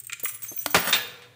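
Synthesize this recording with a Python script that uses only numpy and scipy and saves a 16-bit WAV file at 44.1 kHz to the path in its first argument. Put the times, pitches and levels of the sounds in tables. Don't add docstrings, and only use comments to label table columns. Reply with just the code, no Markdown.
import sys
import numpy as np
from scipy import signal
from scipy.fft import irfft, next_fast_len
from scipy.io import wavfile

SR = 44100
rng = np.random.default_rng(int(sys.argv[2]) if len(sys.argv) > 2 else 0)


def digitize_waveform(pressure):
    field = np.atleast_2d(pressure).T
    bounded = np.clip(field, -1, 1)
    quanta = np.round(bounded * 32767).astype(np.int16)
    wavfile.write(sys.argv[1], SR, quanta)


N = 59535
T = np.arange(N) / SR


def undb(db):
    return 10 ** (np.asarray(db) / 20)


def decay(t60):
    return np.exp(-np.log(1000) * T / t60)


def noise_spectrum(colour, tilt_db_oct=0):
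    size = next_fast_len(N + N % 2)
    hz = np.maximum(np.arange(size // 2 + 1) * SR / size, 1)
    knots_hz, knots_db = np.array(colour, float).T
    db = np.interp(np.log(hz), np.log(knots_hz), knots_db)
    db += tilt_db_oct * np.log2(np.maximum(hz, 200))
    spectrum = undb(db) * np.exp(2j * np.pi * rng.random(len(hz)))
    return hz, spectrum / irfft(spectrum).std()


def dense_ring(colour, t60, damping, tilt_db_oct=0):
    hz, spectrum = noise_spectrum(colour, tilt_db_oct)
    centres_hz = np.geomspace(150, 15000, 7)
    out = 0
    for centre_hz, share in zip(centres_hz, np.eye(7)):
        band = irfft(spectrum * np.interp(np.log(hz), np.log(centres_hz), share))[:N]
        out += band * decay(t60 * (centre_hz / 1000) ** -damping)
    return out


def wander(per_s):
    real, imag = rng.standard_normal((2, 1024))
    return np.interp(T * per_s, np.arange(1024), real + 1j * imag)


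def ring(modes, t60_scale=1, waver=0):
    out = 0
    for hz, db, t60 in modes:
        drift = wander(per_s=57.8) + 0.51 * wander(per_s=200)
        phasor = np.exp(2j * np.pi * (hz * T + rng.random()))
        tone = ((1 + waver * drift) * phasor).imag / np.sqrt(1 + waver ** 2)
        out += undb(db) * decay(t60 * t60_scale) * tone
    return out


def strike(time_s, db, sound, attack_s=0.00026):
    start = int(time_s * SR)
    hit = undb(db) * sound * np.minimum(T / attack_s, 1)
    return np.pad(hit, (start, 0))[:N]


def slide(levels, body, catches_per_s):
    caught = rng.random(N) < catches_per_s / SR
    spread_db = 3.5 * np.clip(rng.standard_normal(N), -2, 2)
    catches = caught * undb(spread_db) * rng.choice([-1, 1], N)
    times_s, db = np.array(levels).T
    pressure = undb(np.interp(T, times_s, db)) * (T > times_s[0]) * (T < times_s[-1])
    return signal.fftconvolve(pressure * catches / catches.std(), body / np.linalg.norm(body))[:N]


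# (frequency [Hz], level [dB], relative t60 [ratio])
GRIP_MODES = [(8120, -5.5, 0.5), (8570, -2.5, 0.87), (14840, -3, 0.61), (16400, 8, 0.55)]
def gripped_ring(t60):
    modes = [(hz * (1 + rng.uniform(-0.0198, 0.024)), db, ratio) for hz, db, ratio in GRIP_MODES]
    return ring(modes, t60_scale=t60)


# (time [s], level [dB], base t60 [s], contact noise re ring [dB])
TICKS = [(.0005, -26.5, .025, -16), (.037, -37, 0.031, -14), (.046, -36, .04, -10.5),
         (0.0689, -24.5, 0.028, -21.5), (0.197, -41, 0.081, 6.5), (0.2473, -19.5, 0.011, -9),
         (0.2819, -34.5, 0.019, 3), (.291, -27, 0.044, -8), (0.3115, -39, 0.017, -8),
         (0.346, -43.5, 0.051, 6.5), (.421, -37.5, 0.044, 3), (0.432, -30.5, .056, -8)]
# (frequency [Hz], density [dB])
CONTACT_COLOUR = [(300, -17.5), (1300, -7.5), (3000, -0.5), (5000, -6), (7500, 7.5), (10000, -0.5),
                  (15500, 3)]
def key_ticks():
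    out = 0
    for time_s, db, t60, noise_db in TICKS:
        tone = gripped_ring(t60)
        contact = dense_ring(CONTACT_COLOUR, t60=0.11, damping=0.16)
        out += strike(time_s, db, tone + undb(noise_db) * contact)
    return out


# (time [s], level [dB], tilt [dB/oct])
CLICKS = [(0.0958, -31, -4), (0.1218, -26.5, -1), (.131, -23.5, 2.5), (0.2559, -24.5, -9.5),
          (.293, -39.5, -13), (0.445, -40.5, -12), (0.576, -39.5, 1)]
# (frequency [Hz], density [dB])
HELD_LOCK_COLOUR = [(750, -50), (1200, 0), (1800, 2), (2450, 10.5), (5200, -9), (7400, 4), (11000, -16.5)]
# (frequency [Hz], level [dB], t60 [s])
HELD_LOCK_MODES = [(1370, -10, .045), (2355, -7, .09), (2470, -5, .08)]
def lock_clicks(low_cut_hz=1030):
    out = 0
    for time_s, db, tilt in CLICKS:
        body = dense_ring(HELD_LOCK_COLOUR, t60=0.045, damping=0.2, tilt_db_oct=tilt)
        out += strike(time_s, db, body + undb(-5) * ring(HELD_LOCK_MODES))
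    return signal.sosfilt(signal.butter(4, low_cut_hz, "high", fs=SR, output="sos"), out)


# (time [s], level [dB])
RUSTLE_LEVELS = [(.225, -31.5), (.28, -41), (.40, -56), (.44, -34.5), (.53, -45), (.74, -38)]
def key_rustle():
    body = gripped_ring(t60=0.08) + dense_ring(CONTACT_COLOUR, t60=0.09, damping=0)
    return slide(RUSTLE_LEVELS, body, catches_per_s=200)


KEY_MODES = {"small": [(8450, -23, .2), (14910, -12, .15), (15130, 0, .17), (15228, -4, .2)],
             "flat": [(5955, -9, .15), (10080, 0, .15), (15190, -1, .2)], "long": [(6298, -2, .28),
             (6270, -6, .28), (11322, -2, .38), (11440, -4, .34)], "thin": [(5965, -15, .25),
             (8482, -20, .25), (15160, -1, .22), (15238, -5, .22)], "broad": [(10071, -19, .35),
             (11999, -20, .25), (14675, -14, .22), (15168, 0, .29)]}
SWELL_S = {"small": .008, "flat": 0.013, "long": 0.0058, "thin": .005, "broad": 0.016}
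# (time [s], key [name], level [dB])
KEY_HITS = [(0.2302, "small", -16.5), (.236, "flat", -33), (0.272, "flat", -29.5), (0.335, "flat", -34.5),
            (.422, "small", -28.5), (0.481, "long", -34), (0.561, "thin", -29.5), (0.58, "flat", -42),
            (.586, "thin", -26.5), (0.702, "thin", -27), (0.747, "small", -29), (0.783, "broad", -21.5),
            (0.841, "broad", -21), (.880, "broad", -19), (0.936, "small", -20), (0.959, "thin", -35),
            (.968, "long", -43)]
def key_chimes():
    return sum(strike(time_s, db, ring(KEY_MODES[key], waver=1), attack_s=SWELL_S[key])
               for time_s, key, db in KEY_HITS)


# (time [s], level [dB])
FINGER_HITS = [(0.2353, -38.5), (.516, -38.5)]
# (frequency [Hz], density [dB])
BUMP_COLOUR = [(100, -21), (400, 2.5), (1000, -4), (4000, -40)]
def finger_bumps():
    return sum(strike(time_s, db, dense_ring(BUMP_COLOUR, t60=0.035, damping=0.77))
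               for time_s, db in FINGER_HITS)


# (time [s], level [dB], t60 at 1 kHz [s], tilt [dB/oct])
HASP_HITS = [(.6606, -14, 0.029, 0), (0.6617, -8.5, 0.0056, -0.5), (0.6662, -31, 0.047, 0)]
# (frequency [Hz], density [dB])
HASP_COLOUR = [(60, -13), (170, -6), (500, 3.5), (1200, -2.5), (4500, -4.5), (15000, -3.5)]
# (frequency [Hz], level [dB], t60 [s])
SNAP_MODES = [(291.7, -23.5, 0.22), (1442, -24, 0.048)]
def hasp_snap():
    out = 0
    for time_s, db, t60, tilt in HASP_HITS:
        body = dense_ring(HASP_COLOUR, t60, damping=0.14, tilt_db_oct=tilt)
        out += strike(time_s, db, body + ring(SNAP_MODES))
    return out


# (time [s], level [dB], tilt [dB/oct])
DOOR_HITS = [(0.7451, -10.5, 0.5), (.748, -11.5, -1), (0.7553, -12, -3), (0.7606, -16.5, 1.5),
             (0.764, -18, -10), (0.769, -16.5, 0), (0.7813, -21.5, 1), (0.7887, -26, 1.5)]
# (frequency [Hz], density [dB])
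PANEL_COLOUR = [(40, -25), (200, -14), (900, -2), (1350, -1), (2400, -2.5), (4000, -9), (14000, -20)]
# (frequency [Hz], level [dB], t60 [s])
PANEL_MODES = [(87, -20, .13), (168, -17, .27), (227, -16, .27), (313, -19, .3), (397, -17, .22),
               (788, -18, .25), (1275, -17, .13), (1346, -19, .2), (1888, -16, .12)]
def door_bang():
    out = 0
    for time_s, db, tilt in DOOR_HITS:
        body = dense_ring(PANEL_COLOUR, t60=0.059, damping=0.024, tilt_db_oct=tilt)
        out += strike(time_s, db, body + undb(-6.5) * ring(PANEL_MODES))
    return out


# (time [s], level [dB])
SCRAPE_LEVELS = [(.80, -30.5), (.84, -35.5), (.872, -25.5), (.903, -26), (.922, -40)]
# (frequency [Hz], density [dB])
CATCH_COLOUR = [(100, -27), (300, -5), (1500, 1.5), (5000, -9.5), (8000, -8), (14000, -12.5)]
def door_scrape():
    body = dense_ring(CATCH_COLOUR, t60=0.025, damping=0.054)
    return slide(SCRAPE_LEVELS, body, catches_per_s=1100)


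# (time [s], level [dB], shackle gain [dB])
CLANK_HITS = [(0.9264, -17.5, 0), (0.929, -19, -16), (0.9413, -30.5, 10), (1.22, -47.5, -24)]
# (frequency [Hz], density [dB])
FREE_LOCK_COLOUR = [(100, -15), (600, -8), (1400, -0.5), (2600, 4), (3900, 3), (5500, -5.5), (8500, -7),
                    (12000, -18)]
# (frequency [Hz], level [dB], t60 [s])
FREE_LOCK_MODES = [(485, -26, 1.3), (1325, -16, .15), (1692, -15, .42), (1765, -22, .5), (2405, -15, .33),
                   (2523, -15.5, .42), (2610, -18, .3), (2790, -20, .4), (3219, -22, .43), (3655, -20, .5),
                   (4177, -25, .43)]
# (frequency [Hz], level [dB], t60 [s])
CLANG_MODES = [(3655, 3, .065), (3951, -13, .06), (7500, -12, .06)]
def lock_clank():
    out = 0
    for time_s, db, shackle_db in CLANK_HITS:
        body = dense_ring(FREE_LOCK_COLOUR, t60=0.24, damping=0.21)
        tone = ring(FREE_LOCK_MODES, waver=0.71)
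        shackle = undb(shackle_db) * ring(CLANG_MODES)
        out += strike(time_s, db, body + tone + shackle)
    return out


# (frequency [Hz], density [dB])
ECHO_COLOUR = [(60, -12), (200, -7.5), (1200, 0.5), (6000, 2), (15000, 3)]
def hallway_echo(direct, delay_s=0.0074):
    response = strike(delay_s, 0, dense_ring(ECHO_COLOUR, t60=1.0, damping=0.28))
    return signal.fftconvolve(direct, response / np.linalg.norm(response))[:N]


# (frequency [Hz], density [dB])
BACKGROUND_COLOUR = [(40, -32), (120, 8.5), (200, -20.5), (420, -12.5), (750, -41), (1500, -18.5),
                     (15000, -30)]
def background():
    _, spectrum = noise_spectrum(BACKGROUND_COLOUR)
    return irfft(spectrum)[:N]


def scene():
    direct = key_ticks() + lock_clicks() + key_rustle() + key_chimes() + finger_bumps()
    direct += hasp_snap() + door_bang() + door_scrape() + lock_clank()
    return (direct + undb(-12) * hallway_echo(direct) + undb(-59.5) * background())[None]


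def record(dry):
    low_cut_hz, high_cut_hz = 74, 15550
    thinned = signal.sosfilt(signal.butter(3, low_cut_hz, "high", fs=SR, output="sos"), dry)
    rounded = np.tanh(1.235 * thinned) / 1.24
    return signal.sosfilt(signal.ellip(10, 0.2, 70, high_cut_hz, fs=SR, output="sos"), rounded)


dry = scene()
out = record(dry)
digitize_waveform(out)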